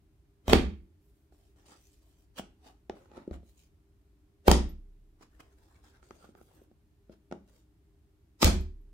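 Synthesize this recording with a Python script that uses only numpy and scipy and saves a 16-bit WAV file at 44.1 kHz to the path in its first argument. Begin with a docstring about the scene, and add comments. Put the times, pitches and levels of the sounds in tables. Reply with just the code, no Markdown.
"""Wet clay thrown on a table

A wet slab is thrown three times onto a work table in a small studio, close to the listener. Each throw is two
blows of filtered contact sprays, edge then face: knock, smack and crack, with shaped noise for puffs and spurts.
Decaying sine modes make the table boom; a slow sine sways it after the hardest throws.
Between throws, flickering noise bands rub and peel, gentler blows bump and tiny sines pop.
A fan's faint sine lines and rumbling noise lie beneath."""
import sys
import numpy as np
from scipy import signal
from scipy.fft import rfft, irfft, next_fast_len
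from scipy.io import wavfile
from scipy.ndimage import map_coordinates

SR = 44100
rng = np.random.default_rng(int(sys.argv[2]) if len(sys.argv) > 2 else 0)


def persist_wave(psi):
    """Save psi, clipped to +-1, as 16-bit WAV."""
    counts = np.round(np.clip(psi, -1, 1) * 32767).astype(np.int16)
    wavfile.write(sys.argv[1], SR, np.atleast_2d(counts).T)


N = 393813
T = np.arange(SR // 2) / SR  # time within one event, s

# blows of the throws, edge then face: t/s, thud/dB, smack/dB, crack/dB, crack f/Hz, left over right/dB,
# table boom/dB, puff/dB, spurt/dB, puff and spurt brightness/(dB per octave), gap resonance f/Hz
BLOWS = [(0.481, -25.5, -37.5, -40.5, 3379, -2.5, -19.5, -46.5, -29.5, -0.5, 3117),
         (.5325, -8.5, -15, -24.5, 2852, -3, -15, -19, -27.5, -2, 179.8),
         (4.481, -10, -17.5, -25, 3336, -.5, -9.5, -27, -29, 0, 544.8),
         (4.5146, -14.5, -22, -20, 5610, .5, -17, -34.5, -33, -2.5, 1250),
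         (8.4291, -16, -20, -23.5, 3231, 0, -38.5, -21.5, -36.5, 2, 4884),
         (8.4448, -29.5, -34.5, -18.5, 3869, -4.5, -9.5, -40.5, -24.5, 0, 344.5)]
# the lifted slab and the knuckles bump the table: t/s, level/dB, knock f/Hz, wetness/0-1
BUMPS = [(1.32, -53.5, 368, 0.73), (2.392, -28.5, 200, 0.74), (2.894, -26.5, 454, .75),
         (3.054, -55.5, 345, 1), (3.113, -48, 420, 0.75), (3.174, -37.5, 350, 0.4), (3.274, -29, 360, 0),
         (3.308, -32.5, 229, .45), (3.428, -51, 174, 0.43), (5.207, -51, 298, 0.7), (5.403, -52, 330, .95),
         (6.025, -55, 376, 1), (6.105, -39.5, 367, 0.97), (6.24, -49, 560, 0.83), (6.287, -44, 234, 0.06),
         (6.348, -47.5, 231, .8), (6.41, -46, 444, .65), (6.614, -49.5, 500, 0.3),
         (6.711, -52.5, 241, 0.46), (7.093, -38.5, 200, 0.13), (7.31, -34.5, 264, .7),
         (7.321, -27, 260, 0.73)]


def amp(db):
    """Decibels to gain."""
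    return 10 ** (np.asarray(db) / 20)


def unit(x):
    """Scale to rms 1."""
    return x / np.sqrt(np.mean(x ** 2) + 1e-20)


def punch(x):
    """Scale a short stereo sound to the energy of 5 ms at rms 1."""
    return x / np.sqrt(np.sum(x ** 2) / (2 * .005 * SR))


def along(points, hz):
    """Interpolate (Hz, value) points on a log frequency axis."""
    f, v = np.transpose(points)
    return np.interp(np.log(hz + 1), np.log(f + 1), v)


def bell(hz, centre, octaves):
    """A hump of height 1 on the log frequency axis."""
    return np.exp(-(np.log2((hz + 1) / centre) / octaves) ** 2)


def add(track, s, x):
    """Mix x into the track from time s."""
    i = round(s * SR)
    track[..., i:i + x.shape[-1]] += x[..., :N - i]


def filtered(x, response):
    """Multiply the spectrum of x by a complex response, padded against wrap-around."""
    m = 2 * next_fast_len(x.shape[-1] // 2 + 4096)
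    spectrum = rfft(x, m) * response(np.fft.rfftfreq(m, 1 / SR))
    return irfft(spectrum, m)[..., :x.shape[-1]]


def causal(db):
    """The minimum-phase response with this gain: it rings only after its input."""
    c = irfft(db * np.log(10) / 20)  # cepstrum, folded onto positive time
    c[1:len(c) // 2] *= 2
    c[len(c) // 2 + 1:] = 0
    return np.exp(rfft(c))


def noise(spectrum, n, tilt=0):
    """Coloured stereo noise of rms 1, alike in the bass and unrelated in the treble."""
    # stereo width: f/Hz, left-right likeness/0-1
    likeness = [(100, 0.95), (300, 0.93), (600, 0.52), (1200, 0.011), (3000, 0.019), (15000, 0.02)]

    def mid_and_side(hz):
        turn = np.arccos(np.clip(along(likeness, hz), -1, 1)) / 2
        colour = amp(along(spectrum, hz) + tilt * np.log2(np.maximum(hz, 200)))  # tilt in dB per octave
        return colour * [np.cos(turn), np.sin(turn)]

    mid, side = filtered(rng.standard_normal((2, n)), mid_and_side)
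    return unit(np.array([mid + side, mid - side]))


def wobble(rate, n):
    """A smooth random curve, rate knots a second."""
    knots = rng.standard_normal(int(n * rate / SR) + 4)
    return map_coordinates(knots, [np.arange(n) * rate / SR])


def shifting(x, depth_db):
    """The hollows under the clay change their resonances as it moves: a drifting random gain field."""
    hz, t, z = signal.stft(x, SR, nperseg=1024)
    places = np.meshgrid(np.sqrt(hz) / 2, 20 * t, indexing="ij")
    field = map_coordinates(rng.standard_normal((80, 40)), places)
    moved = signal.istft(z * amp(depth_db * field), SR, nperseg=1024)[1]
    return unit(moved[:, :x.shape[-1]])


def swell(rise, fall):
    """An envelope that climbs 40 dB in rise s to its peak at mid-event and drops 40 dB in fall s."""
    t = T - T.mean()
    return amp(-40 * np.maximum(-t / rise, t / fall))


def background():
    """Room rumble as shaped noise, with the fan's faint sine lines wandering in phase."""
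    # room tone: f/Hz, relative density/dB
    air = [(21, -32.5), (35, -4.5), (62, 2), (126, -11), (265, -20.5), (301, -9.5), (370, -23), (399, -11),
           (466, -36), (543, -29.5), (758, -31.5), (840, -33), (6360, -44.5), (14800, -46), (16000, -52)]
    # fan lines: f/Hz, relative level/dB
    fan = [(301.5, -85.5), (398.4, -80), (4700, -109), (6896, -108), (8296, -104)]
    t = np.arange(N) / SR
    hum = 0
    for hz, db in fan:
        hum += amp(db) * np.sqrt(2) * np.sin(2 * np.pi * hz * t + 0.23 * wobble(1.5, N))
    return amp(-63.5) * noise(air, N) + amp(-5.5) * hum


def studio(x, gap, echo_db):
    """The walls answer after a short gap (s) with decaying noise; the bass lingers longest."""
    # reverberation: f/Hz, t60/s
    decay = [(80, 0.53), (220, .4), (500, 0.26), (2000, .33), (6000, 0.28), (10000, 0.24), (15000, 0.029)]
    # echo colour: f/Hz, relative level/dB
    walls = [(40, -14.5), (125, -17), (190, 0), (400, -3.5), (700, -1), (1100, -5), (2500, -1),
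             (6000, -1.5), (10000, -2), (15000, -0.5)]
    out = np.zeros((2, N))
    for i in range(0, N, SR):  # a new echo pattern every second, as the potter moves
        hz, t, z = signal.stft(noise(walls, len(T)), SR, nperseg=256)
        fading = z * amp(-60 * t / along(decay, hz)[:, None])
        tail = signal.istft(fading, SR, nperseg=256)[1][:, :len(T)]
        tail = tail * (1 - np.exp(-(T / gap) ** 2))
        tail = tail / np.linalg.norm(tail[0])
        add(out, i / SR, signal.fftconvolve(x[:, i:i + SR], tail, axes=1))
    return amp(echo_db) * out


def nearby(x, strength, reach):
    """Table, hands and apron throw back quick copies within reach s, which colour each ear differently."""
    out = np.zeros((2, N))
    step = SR // 2  # new copies every half second
    for i in range(0, N, step):
        taps = np.zeros((2, SR // 20))
        for ear in taps:
            delays = (SR * reach * rng.uniform(.1, 1, size=4)).astype(int)
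            ear[delays] = rng.choice([-1, 1], size=4) / 2
        add(out, i / SR, signal.fftconvolve(x[:, i:i + step], taps, axes=1))
    small = lambda f: 1j * f / (1j * f + 600)  # small surfaces return little bass
    return x + strength * filtered(out, small)


def sway(hz, t60):
    """The hardest throws rock the frame on its legs: a slow sine that outlasts the ring of the top."""
    # sways: t/s, relative level/dB
    rocks = [(4.484, -29), (8.443, -28.5)]
    out = np.zeros(N)
    t = np.arange(2 * SR) / SR
    for s, db in rocks:
        rocking = np.sin(2 * np.pi * hz * t + 0.35 * wobble(7.2, len(t)))
        add(out, s, amp(db - 60 * t / t60) * rocking * (1 - np.exp(-t / 0.011)))
    return out


def table():
    """Every blow, sag and bump rings the table's modes; a longer push favours the lowest ones."""
    # modes before the load retunes them: f/Hz, relative level/dB, t60/s
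    modes = [(46, -2, 0.28), (66.8, -0.5, 0.4), (75, -8, 0.41), (161.5, -10, 0.33), (185.6, -12, 0.36),
             (231, -15, 0.25), (292, -24, 0.23), (340, -13.5, 0.47), (520.6, -17, 0.13), (610, -20, 0.16),
             (854, -21, .2)]
    # each throw loads the table in a new place: from t/s, tuning factor of the modes
    loads = [(0, 1.01), (4, .97), (8, 1.09)]
    # the weight sags and settles: t/s, relative push level/dB
    sags = [(.605, -19.5), (.725, -38), (2.396, -47), (3.309, -33.5), (4.64, -30.5), (8.54, -21)]
    slap_push, sag_push, bump_push = .007, 0.0074, 0.0012  # duration of contact, s
    bump_boom_db, bump_lowest_hz = -16.5, 150  # a bump near the rim rings mostly above this pitch
    out = np.zeros((2, N))
    t = np.arange(3 * SR // 4) / SR
    ears = .22 * np.array([[-1], [1]])  # phase offset at each ear, radians
    pushes = [(s, boom_db, slap_push, 0) for s, _, _, _, _, _, boom_db, *_ in BLOWS]
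    pushes += [(s, db, sag_push, 0) for s, db in sags]
    pushes += [(s, db + bump_boom_db, bump_push, bump_lowest_hz) for s, db, *_ in BUMPS]
    for s, db, push, lowest_hz in pushes:
        tuning = [factor for since, factor in loads if since <= s][-1]
        settling = 1.1 * wobble(15, len(t))  # the spreading clay keeps retuning the top
        settling = settling - settling[0]
        ring = 0
        for hz, level, t60 in modes:
            reach = 1 / np.hypot(1, hz * push) / np.hypot(1, (lowest_hz / hz) ** 2)
            phase = 2 * np.pi * hz * tuning * t + rng.normal() * settling
            ring = ring + amp(level - 60 * t / t60) * np.exp(1j * phase) * reach
        add(out, s, amp(db - 1) * np.imag(ring * np.exp(1j * ears)) * (1 - np.exp(-t / push)))
    return out


def pops():
    """Tiny air pockets pop in the settling wet clay: short, high, wavering sines."""
    # bubbles: t/s, f/Hz, level/dB
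    bubbles = [(4.692, 11950, -59), (8.608, 11770, -60), (8.81, 11950, -78)]
    out = np.zeros(N)
    for s, hz, db in bubbles:
        ring = np.sin(2 * np.pi * hz * T + 0.95 * wobble(300, len(T)))
        add(out, s, amp(db - 60 * T / 0.083) * ring)
    return out


def strokes():
    """Sticky friction of fingers and clay: a firm grip drags low, a light one leaves a grainy rub and fine hiss."""
    # slides over the top: start t/s, length/s, rub/dB, grip as drag over rub/dB
    slides = [(0.992, .26, -92, -17.5), (1.309, .21, -81.5, 2), (1.555, .08, -73, 6.5),
              (1.648, 0.12, -64.5, -2), (1.77, 0.21, -73.5, -14.5), (2.001, .24, -79.5, -2),
              (2.94, .14, -80.5, 11.5), (3.428, .15, -79, -6), (3.558, .1, -71.5, -12),
              (5.297, .27, -84, 10), (5.56, .25, -80, 8), (5.819, .11, -75, 4.5), (6.016, .08, -70.5, 3.5),
              (6.109, .19, -74.5, 4), (6.349, .28, -80, -25), (6.47, .18, -87.5, 18),
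              (7.461, 0.17, -78.5, 2)]
    # low drag: f/Hz, relative density/dB
    drag = [(120, -18), (350, 7), (600, 5), (850, 1), (1100, -3.5), (1500, -3.5), (2300, -14),
            (3200, -14.5), (6000, -38)]
    # grainy rub: f/Hz, relative density/dB
    rub = [(900, -35), (2500, 0), (5500, 0), (8500, 0), (12000, -21.5)]
    # fine hiss: f/Hz, relative density/dB
    hiss = [(5000, -15.5), (10000, -4), (15500, -2.5)]
    attack, release = 0.023, 0.083  # s
    out = np.zeros((2, N))
    for s, length, rub_db, grip_db in slides:
        t = np.arange(0, length + release / 2, 1 / SR)
        motion = np.clip(np.minimum(t / attack, (t[-1] - t) / release), 0, 1)
        stick = amp(1.6 * wobble(39, len(t)) + 3.0 * wobble(550, len(t)))
        # hiss is -80 dB at a medium rub of -78 dB; it grows slowly with the rub and is smothered by grip
        hiss_db = -80 + .45 * (rub_db + 78) - 0.23 * grip_db
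        for db, spectrum in ((rub_db + grip_db, drag), (rub_db, rub), (hiss_db, hiss)):
            friction = shifting(stick * noise(spectrum, len(t)), depth_db=3.5)
            add(out, s, amp(db) * motion * friction)
    return out


def squelch(tilt, gap_hz, gap_db, octaves):
    """Gritty air and slip rush through a gap that resonates: ragged noise with one spectral hump."""
    # rushing air and slip: f/Hz, relative density/dB
    rush = [(60, -16.5), (200, 1.5), (400, 3), (900, -4), (1600, -10.5), (3300, -12.5), (6000, -15),
            (10000, -22), (15500, -27)]
    grit = amp(2.8 * wobble(800, len(T)))
    gap = lambda f: amp(gap_db * bell(f, gap_hz, octaves))
    return shifting(filtered(grit * noise(rush, len(T), tilt), gap), depth_db=3)


def hollow(x):
    """The pocket of air under the slab colours what happens in it: a twofold band resonance."""
    centre, width = 1280, 630  # Hz
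    return filtered(x, lambda f: (1j * f * width / (centre ** 2 - f * f + 1j * f * width)) ** 2)


def peels():
    """Air is sucked under the slab as it peels off the sticky top, and threads of slip crackle as they snap."""
    # peels: peak t/s, level/dB, length/s, brightness/(dB per octave), gap resonance f/Hz
    lifts = [(1.72, -56.5, .24, -1.5, 844), (2.386, -39.5, 0.088, 2.1, 3130), (2.67, -55.5, 0.25, 0, 805),
             (2.97, -58.5, .24, -2.5, 750), (3.17, -51.5, 0.34, -2.3, 880), (3.341, -49, 0.13, -1.2, 704),
             (5.226, -54.5, .12, .3, 1000), (5.404, -47, .045, 0, 1290), (5.763, -67.5, .12, -0.5, 2350),
             (5.865, -65.5, 0.21, 1, 3470), (5.958, -65.5, 0.28, -0.5, 1450), (6.245, -59, 0.22, -1, 1410),
             (6.379, -60, 0.22, -4.5, 1468), (7.125, -61.5, .12, 0, 660)]
    rise_share = .45  # share of a peel spent swelling
    threads_per_s, thread_db = 260, -9  # level relative to the rush of air
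    out = np.zeros((2, N))
    for s, db, length, tilt, gap_hz in lifts:
        snaps = rng.standard_normal((2, len(T))) * (rng.random(len(T)) < threads_per_s / SR)
        suck = squelch(tilt, gap_hz, gap_db=10, octaves=.15) + amp(thread_db) * unit(hollow(snaps))
        envelope = swell(rise_share * length, (1 - rise_share) * length)
        add(out, s - T.mean(), amp(db) * envelope * suck)
    return out


def contact(spread, t60):
    """One push plus a decaying spray of small contacts that differs at each ear."""
    spray = rng.standard_normal((2, len(T))) * amp(-60 * T / t60)
    return (T == 0) + spread * spray / np.linalg.norm(spray[0])


def blow(thud_db, smack_db, crack_db, crack_hz, touch):
    """Clay hits the top: a dull knock coloured by the touch, the wet face's smack and escaping air's crack."""
    # knock resonances: f/Hz, width/Hz, relative level/dB
    knock = [(211.54, 100, 1), (367, 120, 2), (560, 170, -5.5), (790, 240, -3)]
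    # wet smack: f/Hz, relative density/dB
    wet_face = [(400, -29), (800, -4.5), (1200, 3), (1600, -7.5), (2100, -7.5), (3000, -11), (6000, -32.5)]
    # air crack: f/Hz, relative density/dB
    escaping_air = [(700, -28), (2000, -9.5), (3500, -2.5), (5500, -2), (7500, -6), (11000, -12.5),
                    (13000, -7), (15500, -6)]
    body = lambda f: sum(amp(db) * 1j * f * w / (c * c - f * f + 1j * f * w) for c, w, db in knock)
    pocket = lambda f: 7 * bell(f, crack_hz, octaves=0.73)  # the air pocket's resonance, dB
    thud = filtered(contact(spread=0.23, t60=0.016), lambda f: body(f) * causal(along(touch, f)))
    smack = filtered(contact(spread=0.98, t60=.012), lambda f: causal(along(wet_face, f)))
    crack = filtered(contact(spread=2.4, t60=0.0045), lambda f: causal(along(escaping_air, f) + pocket(f)))
    return -amp(thud_db) * punch(thud) - amp(smack_db) * punch(smack) + amp(crack_db) * punch(crack)


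def bumps():
    """Gentle blows while the slab is picked up, brighter when wet; the soft clay gives before it knocks."""
    out = np.zeros((2, N))
    give = .003  # s
    for s, db, hz, wetness in BUMPS:
        wet = lambda dry_end, wet_end: np.interp(wetness, (0, 1), (dry_end, wet_end))
        smack_db, crack_db = wet(-42.5, -13), wet(-42.5, -21.5)
        hollow_db, edge_hz = wet(-38, -10.5), wet(550, 920)
        fingertip = [(hz / 6, -20), (hz / 2, -2), (hz, 0), (max(edge_hz, hz), -5),
                     (edge_hz * 1.27, -25), (edge_hz * 5, -55)]  # (Hz, dB)
        ring = amp(db + hollow_db) * punch(hollow(contact(spread=.6, t60=.025)))
        knock = blow(db - 5.5, db + smack_db, db + crack_db, 5300, fingertip)
        add(out, s + give, knock + ring)
    soft_hz = 9000  # slow contacts lack the top of a slap
    return filtered(out, lambda f: 1 / (1 + (f / soft_hz) ** 4))


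def squirts():
    """Every blow drives air and slip from the closing gap: a puff just before, a spurt just after."""
    # puff of air: delay of the peak/s, rise/s, fall/s
    puff = (-.003, .028, .03)
    # spurt of slip: delay of the peak/s, rise/s, fall/s
    spurt = (.016, 0.042, .15)
    out = np.zeros((2, N))
    for s, *_, puff_db, spurt_db, tilt, gap_hz in BLOWS:
        for db, (delay, rise, fall) in ((puff_db, puff), (spurt_db, spurt)):
            rush = squelch(tilt, gap_hz, gap_db=9, octaves=0.074)
            add(out, s + delay - T.mean(), amp(db) * swell(rise, fall) * rush)
    return out


def slaps():
    """Each throw lands in two blows, edge first, then the face."""
    out = np.zeros((2, N))
    flat_face = [(30, -11.5), (110, -4.5), (180, 1.5), (400, 1.5), (900, -2.5),
                 (1500, -7.5), (4000, -26.5), (12000, -49.5)]  # (Hz, dB)
    for s, thud_db, smack_db, crack_db, crack_hz, pan_db, *_ in BLOWS:
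        pan = amp([[pan_db / 2], [-pan_db / 2]])
        add(out, s, blow(thud_db, smack_db, crack_db, crack_hz, flat_face) * pan)
    return out


def scene():
    """All the clay sounds in the room, over the table's boom and the background."""
    throws = slaps() + squirts()
    handling = bumps() + peels() + strokes() + pops()
    direct = amp(-0.5) * nearby(throws + handling, strength=0.77, reach=.003)
    room = studio(throws, gap=0.0063, echo_db=-7.5) + studio(handling, gap=0.0044, echo_db=-11.0)
    boom = (table() + sway(hz=32.18, t60=1.3)) * amp([[-.5], [.5]])  # slightly to the right
    return direct + room + boom + background()


def record(dry):
    """The recorder rounds off peaks near full scale, thins the deepest bass and cuts steeply at its band limit."""
    held = dry / (1 + np.abs(dry / 1.1) ** 6) ** (1 / 6)
    top_hz, bass_hz = 15850, 18
    band = lambda hz: 1 / (1 + (hz / top_hz) ** 120)
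    return filtered(held, lambda hz: band(hz) * (1j * hz / (1j * hz + bass_hz)))


dry = scene()
out = record(dry)
persist_wave(out)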